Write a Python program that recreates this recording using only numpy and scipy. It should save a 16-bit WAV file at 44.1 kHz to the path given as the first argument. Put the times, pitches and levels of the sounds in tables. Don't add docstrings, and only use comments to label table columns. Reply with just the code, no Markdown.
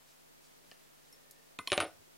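import sys
import numpy as np
from scipy import signal
from scipy.fft import rfft, irfft
from scipy.io import wavfile
from scipy.ndimage import uniform_filter1d

SR = 44100
rng = np.random.default_rng(int(sys.argv[2]) if len(sys.argv) > 2 else 0)


def boost_factor(decibels):
    exponent = np.asarray(decibels, float) / 20
    return 10 ** exponent


def to_wav(sig):
    pcm = np.clip(np.atleast_2d(sig), -1, 1) * 32767
    pcm = np.round(pcm).astype(np.int16)
    wavfile.write(sys.argv[1], SR, pcm.T)


N = 96005


def decay(t, t60_s):
    return np.exp(-np.log(1000) * t / t60_s)


def ring(start_s, level_db, modes, detune=0., sign=-1):
    out, start = np.zeros(N), int(start_s * SR)
    t = np.arange(min(N - start, SR // 2)) / SR
    luck = rng.standard_normal((16, 2))
    for k, (pitch_hz, mode_db, t60_s) in enumerate(modes):
        pitch_hz = pitch_hz * (1 + detune * luck[k, 1])
        gain = boost_factor(level_db + mode_db + 1.0 * luck[k, 0])
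        rise = 1 - np.exp(-t * pitch_hz / 0.16)
        tone = np.sin(2 * np.pi * pitch_hz * t) * decay(t, t60_s)
        out[start:start + len(t)] += sign ** k * gain * tone * rise
    return out


def click(start_s, level_db, pitch_hz, t60_s):
    # share of its pitch [ratio], level_db [dB]
    cluster = [(0.68, -2), (0.998, 2), (1.3, -3), (2.3, -16)]
    modes = [(pitch_hz * share, mode_db, t60_s) for share, mode_db in cluster]
    return ring(start_s, level_db - 6, modes, sign=1)


def band(size, centre_hz, octaves):
    f = np.fft.rfftfreq(size, 1 / SR) + 1
    bell = np.exp(-(np.log2(f / centre_hz) / octaves) ** 2)
    noise = irfft(rfft(rng.standard_normal(size)) * bell, size)
    return noise / noise.std()


def snap(start_s, level_db, centre_hz, octaves, t60_s):
    t = np.clip(np.arange(N) / SR - start_s, 0, None)
    rise = 1 - np.exp(-t * 5000)
    return boost_factor(level_db) * band(N, centre_hz, octaves) * decay(t, t60_s) * rise


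def handle_blows():
    # start_s [s], click_db, thud_db, knock_db, clack_db [dB]
    blows = [
        (1.7192, -8, -21.5, -25.5, -34),
        (1.7240, -28, -28, -28, -53),
        (1.7297, -16, -29.5, -29, -25),
        (1.7780, -9.5, -36, -20.5, -29),
        (1.7879, -47, -32, -35.5, -38),
        (1.8026, -15, -34, -34, -26),
        (1.8121, -28, -35, -38, -29),
        (1.8276, -30, -38, -38, -41.5),
        (1.859, -45, -45, -48, -53),
        (2.074, -80, -54, -75, -80),
    ]
    # pitch_hz [Hz], level_db [dB], t60_s [s]
    thud_modes = [(245, -17, 0.02), (321, -3, 0.042), (379, -3.5, 0.0254)]
    # pitch_hz [Hz], level_db [dB], t60_s [s]
    knock_modes = [(460, -18, .03), (603, 0, .042), (738, -10.5, .08)]
    # pitch_hz [Hz], level_db [dB], t60_s [s]
    clack_modes = [(904, -14, .05), (1031, -12.5, 0.061), (1211, -2, 0.036), (1348, 0, 0.017),
                   (1580, -27, 0.017), (2165, -3.5, 0.022)]
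    detune = 0.006
    total = np.zeros(N)
    for start_s, click_db, thud_db, knock_db, clack_db in blows:
        total += click(start_s, click_db, 2793, 0.0038)
        total += ring(start_s, thud_db, thud_modes, detune)
        total += ring(start_s, knock_db, knock_modes, detune, sign=1)
        total += ring(start_s, clack_db, clack_modes, detune)
    return total


def tip_taps():
    # start_s [s], low_db, middle_db, high_db, mat_db [dB]
    taps = [
        (1.5884, -31, -46, -38, -36),
        (1.6741, -31, -29, -26, -36),
        (1.7013, -36, -40, -44, -58),
    ]
    # pitch_hz [Hz], level_db [dB], t60_s [s]
    low_modes = [(2530, 0, .018), (1800, -15, .02), (6850, -16, .02), (3640, -5, .016)]
    # pitch_hz [Hz], level_db [dB], t60_s [s]
    middle_modes = [(3150, 0, .02), (3316, -13, .08), (2982, -16, .09)]
    # pitch_hz [Hz], level_db [dB], t60_s [s]
    high_modes = [(4210, 0, .016), (5000, -19, .014), (5600, -12, .014), (7600, -14, .012),
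                  (11900, -22, .02)]
    # pitch_hz [Hz], level_db [dB], t60_s [s]
    mat_modes = [(1020, 0, .05), (1120, -9, .05), (700, -11, .05)]
    # pitch_hz [Hz], level_db [dB], t60_s [s]
    slap_modes = [(1206, -9, .09), (1270, -0.5, .025), (1500, -10, 0.068)]
    total = ring(1.5912, -34.5, slap_modes)
    for start_s, low_db, middle_db, high_db, mat_db in taps:
        total += ring(start_s, low_db, low_modes)
        total += ring(start_s, middle_db, middle_modes)
        total += ring(start_s, high_db, high_modes)
        total += ring(start_s + 0.003, mat_db, mat_modes)
    return total


def ringing_steel():
    # start_s [s], handle_db, bend_db, shaft_db, tip_db [dB]
    strikes = [
        (1.5885, -51, -47, -72, -77),
        (1.6738, -53, -57, -55, -49.5),
        (1.7012, -48, -72, -64, -59),
        (1.7190, -41.5, -67, -71, -67),
        (1.7295, -33, -56, -57, -64),
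        (1.7780, -50.5, -65, -63, -62),
        (1.8030, -33.5, -62, -62, -54),
        (1.8120, -36, -60, -61, -56),
        (1.8560, -90, -75, -64.5, -80),
    ]
    # pitch_hz [Hz], level_db [dB], t60_s [s]
    handle_modes = [(9401, -2, .18)]
    # pitch_hz [Hz], level_db [dB], t60_s [s]
    bend_modes = [(2060, 1, .17)]
    # pitch_hz [Hz], level_db [dB], t60_s [s]
    shaft_modes = [(5396, -2, .4), (10970, -1, .25)]
    # pitch_hz [Hz], level_db [dB], t60_s [s]
    tip_modes = [(9805, 0, .13), (11285, -6, .08), (13300, -10, .07)]
    # pitch_hz [Hz], level_db [dB], t60_s [s]
    held_modes = [(5394, 0, .13), (9394, 0, .05), (11290, -1, .06), (2065, -10, .12)]
    # start_s [s], change_db [dB]
    mutes = [
        (1.634, -9),
        (1.771, -9),
        (1.846, -14),
        (1.861, 12),
    ]
    t = np.arange(N) / SR
    total = np.zeros(N)
    for start_s, handle_db, bend_db, shaft_db, tip_db in strikes:
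        mute_db = sum(change_db * np.clip((t - at_s) / 0.004, 0, 1)
                      for at_s, change_db in mutes if at_s > start_s)
        total += boost_factor(mute_db) * ring(start_s, handle_db, handle_modes)
        total += ring(start_s, bend_db, bend_modes)
        total += ring(start_s, shaft_db, shaft_modes)
        total += ring(start_s, tip_db, tip_modes)
    wobble_db = 2.5 * band(N, 30, 1.0)
    leaving_bolt = ring(1.1266, -57, held_modes)
    return total * boost_factor(wobble_db) + leaving_bolt


def bench_booms():
    # start_s [s], level_db [dB]
    booms = [
        (1.590, -52),
        (1.7190, -39),
        (1.7800, -39),
        (1.8100, -42.5),
        (1.87, -56),
        (1.94, -64),
        (1.991, -60.5),
    ]
    # pitch_hz [Hz], level_db [dB], t60_s [s]
    boom_modes = [(89.5, 0, 0.091)]
    return sum(ring(start_s, level_db, boom_modes) for start_s, level_db in booms)


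def rattles_and_snaps():
    # start_s [s], level_db [dB], pitch_hz [Hz], t60_s [s]
    ticks = [(.7145, -43, 3000, .007), (.7145, -43, 4750, .006), (.7160, -56, 4200, .03),
             (.7187, -47, 1780, .02), (.7187, -47, 700, .012), (.7187, -52, 1250, .012),
             (.7187, -51, 2400, .01), (.7235, -55, 2800, .012)]
    # start_s [s], level_db [dB], pitch_hz [Hz], t60_s [s]
    rattles = [(1.7165, -42, 2800, .008), (1.7222, -24, 2400, .008), (1.7294, -22, 3800, .007),
               (1.7330, -28, 3200, .008), (1.7355, -30, 3300, .008), (1.7408, -33, 3000, .008),
               (1.7462, -35, 3200, .008), (1.7490, -36, 750, .03), (1.7530, -35, 800, .012),
               (1.7588, -39, 1500, .01), (1.7742, -40, 3000, .008), (1.7812, -25, 2300, .008),
               (1.7886, -29, 2700, .008), (1.7948, -36, 3000, .008), (1.8044, -26, 1500, .008),
               (1.8072, -30, 3000, .008), (1.8120, -36, 4700, .007), (1.8162, -35, 2500, .008),
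               (1.8232, -36, 2800, .008), (1.8272, -29, 2400, .008), (1.8302, -32, 700, .015),
               (1.8368, -31, 600, .02), (1.8430, -38, 900, .012), (1.8510, -37, 650, .015),
               (1.8528, -40, 3200, .008), (1.8615, -38, 620, .02), (1.8668, -39, 600, .015)]
    # start_s [s], level_db [dB], centre_hz [Hz], spread [octaves], t60_s [s]
    snaps = [(1.3098, -44, 9500, 1., .015), (1.3110, -56, 7500, 1.08, .07), (1.1250, -58, 6200, .5, .015),
             (1.7715, -40.5, 9700, 0.48, .02), (1.7190, -33.5, 7100, 0.53, 0.013),
             (1.7295, -34, 6800, .6, 0.015), (1.8025, -36, 7200, 0.55, .015),
             (1.7780, -40, 6500, 0.67, 0.017), (1.6738, -41.5, 6000, .8, .025),
             (1.5885, -50, 6500, .9, .015), (1.7200, -36, 2400, 0.87, 0.1), (1.7310, -36, 2000, 1.08, 0.13),
             (1.7790, -39, 1800, 1.32, 0.1), (1.8040, -36.5, 2050, 1.08, 0.18),
             (1.8130, -35.5, 625, 0.57, 0.16), (1.8300, -42.5, 350, .25, .15),
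             (1.7210, -46, 130, .5, 0.087), (1.8040, -56, 12000, .3, 0.084), (1.5885, -47, 260, 1., .08),
             (1.6740, -56, 400, 1, .06)]
    tones = sum(ring(start_s, level_db, [(pitch_hz, 0, t60_s)])
                for start_s, level_db, pitch_hz, t60_s in ticks + rattles)
    return tones + sum(snap(*row) for row in snaps)


def finger_rubs():
    # start_s [s], length_s [s], level_db [dB], centre_hz [Hz]
    rubs = [(.10, 0.035, -68.5, 5300), (0.45, 0.026, -67.5, 5800), (0.72, 0.041, -72, 5000),
            (1.07, 0.027, -73, 6000), (1.28, 0.26, -75, 460), (0.695, 0.016, -72, 180),
            (2.016, 0.016, -71, 380), (0.635, 0.053, -73, 450), (1.53, 0.033, -72.5, 620)]
    t = np.arange(N) / SR
    sing = boost_factor(-77.5) * np.exp(-((t - 1.3) / 0.25) ** 2) * band(N, 1833, 0.058)
    return sing + sum(boost_factor(level_db) * np.exp(-((t - start_s) / length_s) ** 2) * band(N, centre_hz, 0.8)
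                      for start_s, length_s, level_db, centre_hz in rubs)


def room(source):
    # centre_hz [Hz], level_db [dB], t60_s [s]
    answer_bands = [(127, -36, 0.16), (280, -33.5, 0.18), (606, -28, 0.21), (1227, -25, .22),
                    (2340, -23, 0.17), (4630, -24, 0.13), (8000, -20, 0.15), (13000, -23, 0.103)]
    t = np.arange(SR // 2) / SR
    answer = sum(boost_factor(level_db - 24) * band(len(t), centre_hz, 0.77) * decay(t, t60_s)
                 for centre_hz, level_db, t60_s in answer_bands)
    rise = 1 - np.exp(-t / 0.0013)
    return signal.fftconvolve(source, answer * rise)[:N]


def hiss(shape, level_db):
    f = np.fft.rfftfreq(N, 1 / SR) + 1
    hz, colour_db = np.array(shape).T
    colour = boost_factor(np.interp(np.log(f), np.log(hz), colour_db))
    noise = irfft(rfft(rng.standard_normal(N)) * colour, N)
    walk = np.repeat(rng.standard_normal(N // 2000 + 1), 2000)
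    flicker_db = 0.6 * uniform_filter1d(walk, 3000)[:N]
    return noise / noise.std() * boost_factor(level_db + flicker_db)


def electronics():
    # pitch_hz [Hz], level_db [dB per Hz]
    mid_colour = [(25, -18), (70, -4.5), (160, -0.5), (500, 2.5), (1500, 1), (4000, -1), (9000, -3.5),
                  (16000, -5.5)]
    # pitch_hz [Hz], level_db [dB per Hz]
    side_colour = [(25, 2), (70, 3), (160, 4.5), (500, 5.5), (1500, -3.5), (4000, -8), (9000, -10),
                   (16000, -11.5)]
    # harmonic [number], level_db [dB rms]
    harmonics = [(1, -85), (3, -79), (5, -81), (7, -86), (9, -88), (11, -86), (13, -86), (19, -89)]
    mains_hz, hum_gain_db, hum_side_db = 50.2, 0.9, -9.5
    t = np.arange(N) / SR
    hum = sum(boost_factor(level_db + hum_gain_db) * np.sin(2 * np.pi * (number * mains_hz * t + rng.random()))
              for number, level_db in harmonics)
    dip = boost_factor(-11 * np.exp(-((t - 1.5815) / 0.0069) ** 4))
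    mid = (hiss(mid_colour, -65.5) + hum) * dip
    side = hiss(side_colour, -62) + boost_factor(hum_side_db) * hum
    return mid, side


def scene():
    taps, steel = tip_taps(), ringing_steel()
    near = handle_blows() + bench_booms() + rattles_and_snaps() + finger_rubs()
    to_room = near + boost_factor(-3) * taps + boost_factor(-11) * steel
    heard = near + taps + steel + room(to_room)
    mic_low_cut = signal.butter(2, 70, "high", fs=SR, output="sos")
    mid, side = electronics()
    mid = mid + signal.sosfilt(mic_low_cut, heard)
    return np.array([mid + side, mid - side])


def low_pass(x):
    return signal.sosfilt(signal.butter(12, 16440, fs=SR, output="sos"), x)


def record(dry):
    top_cut = signal.ellip(10, 0.2, 60, 15950, fs=SR, output="sos")
    mix = signal.sosfilt(top_cut, dry) + 0.0001
    return low_pass(mix)


dry = scene()
out = record(dry)
to_wav(out)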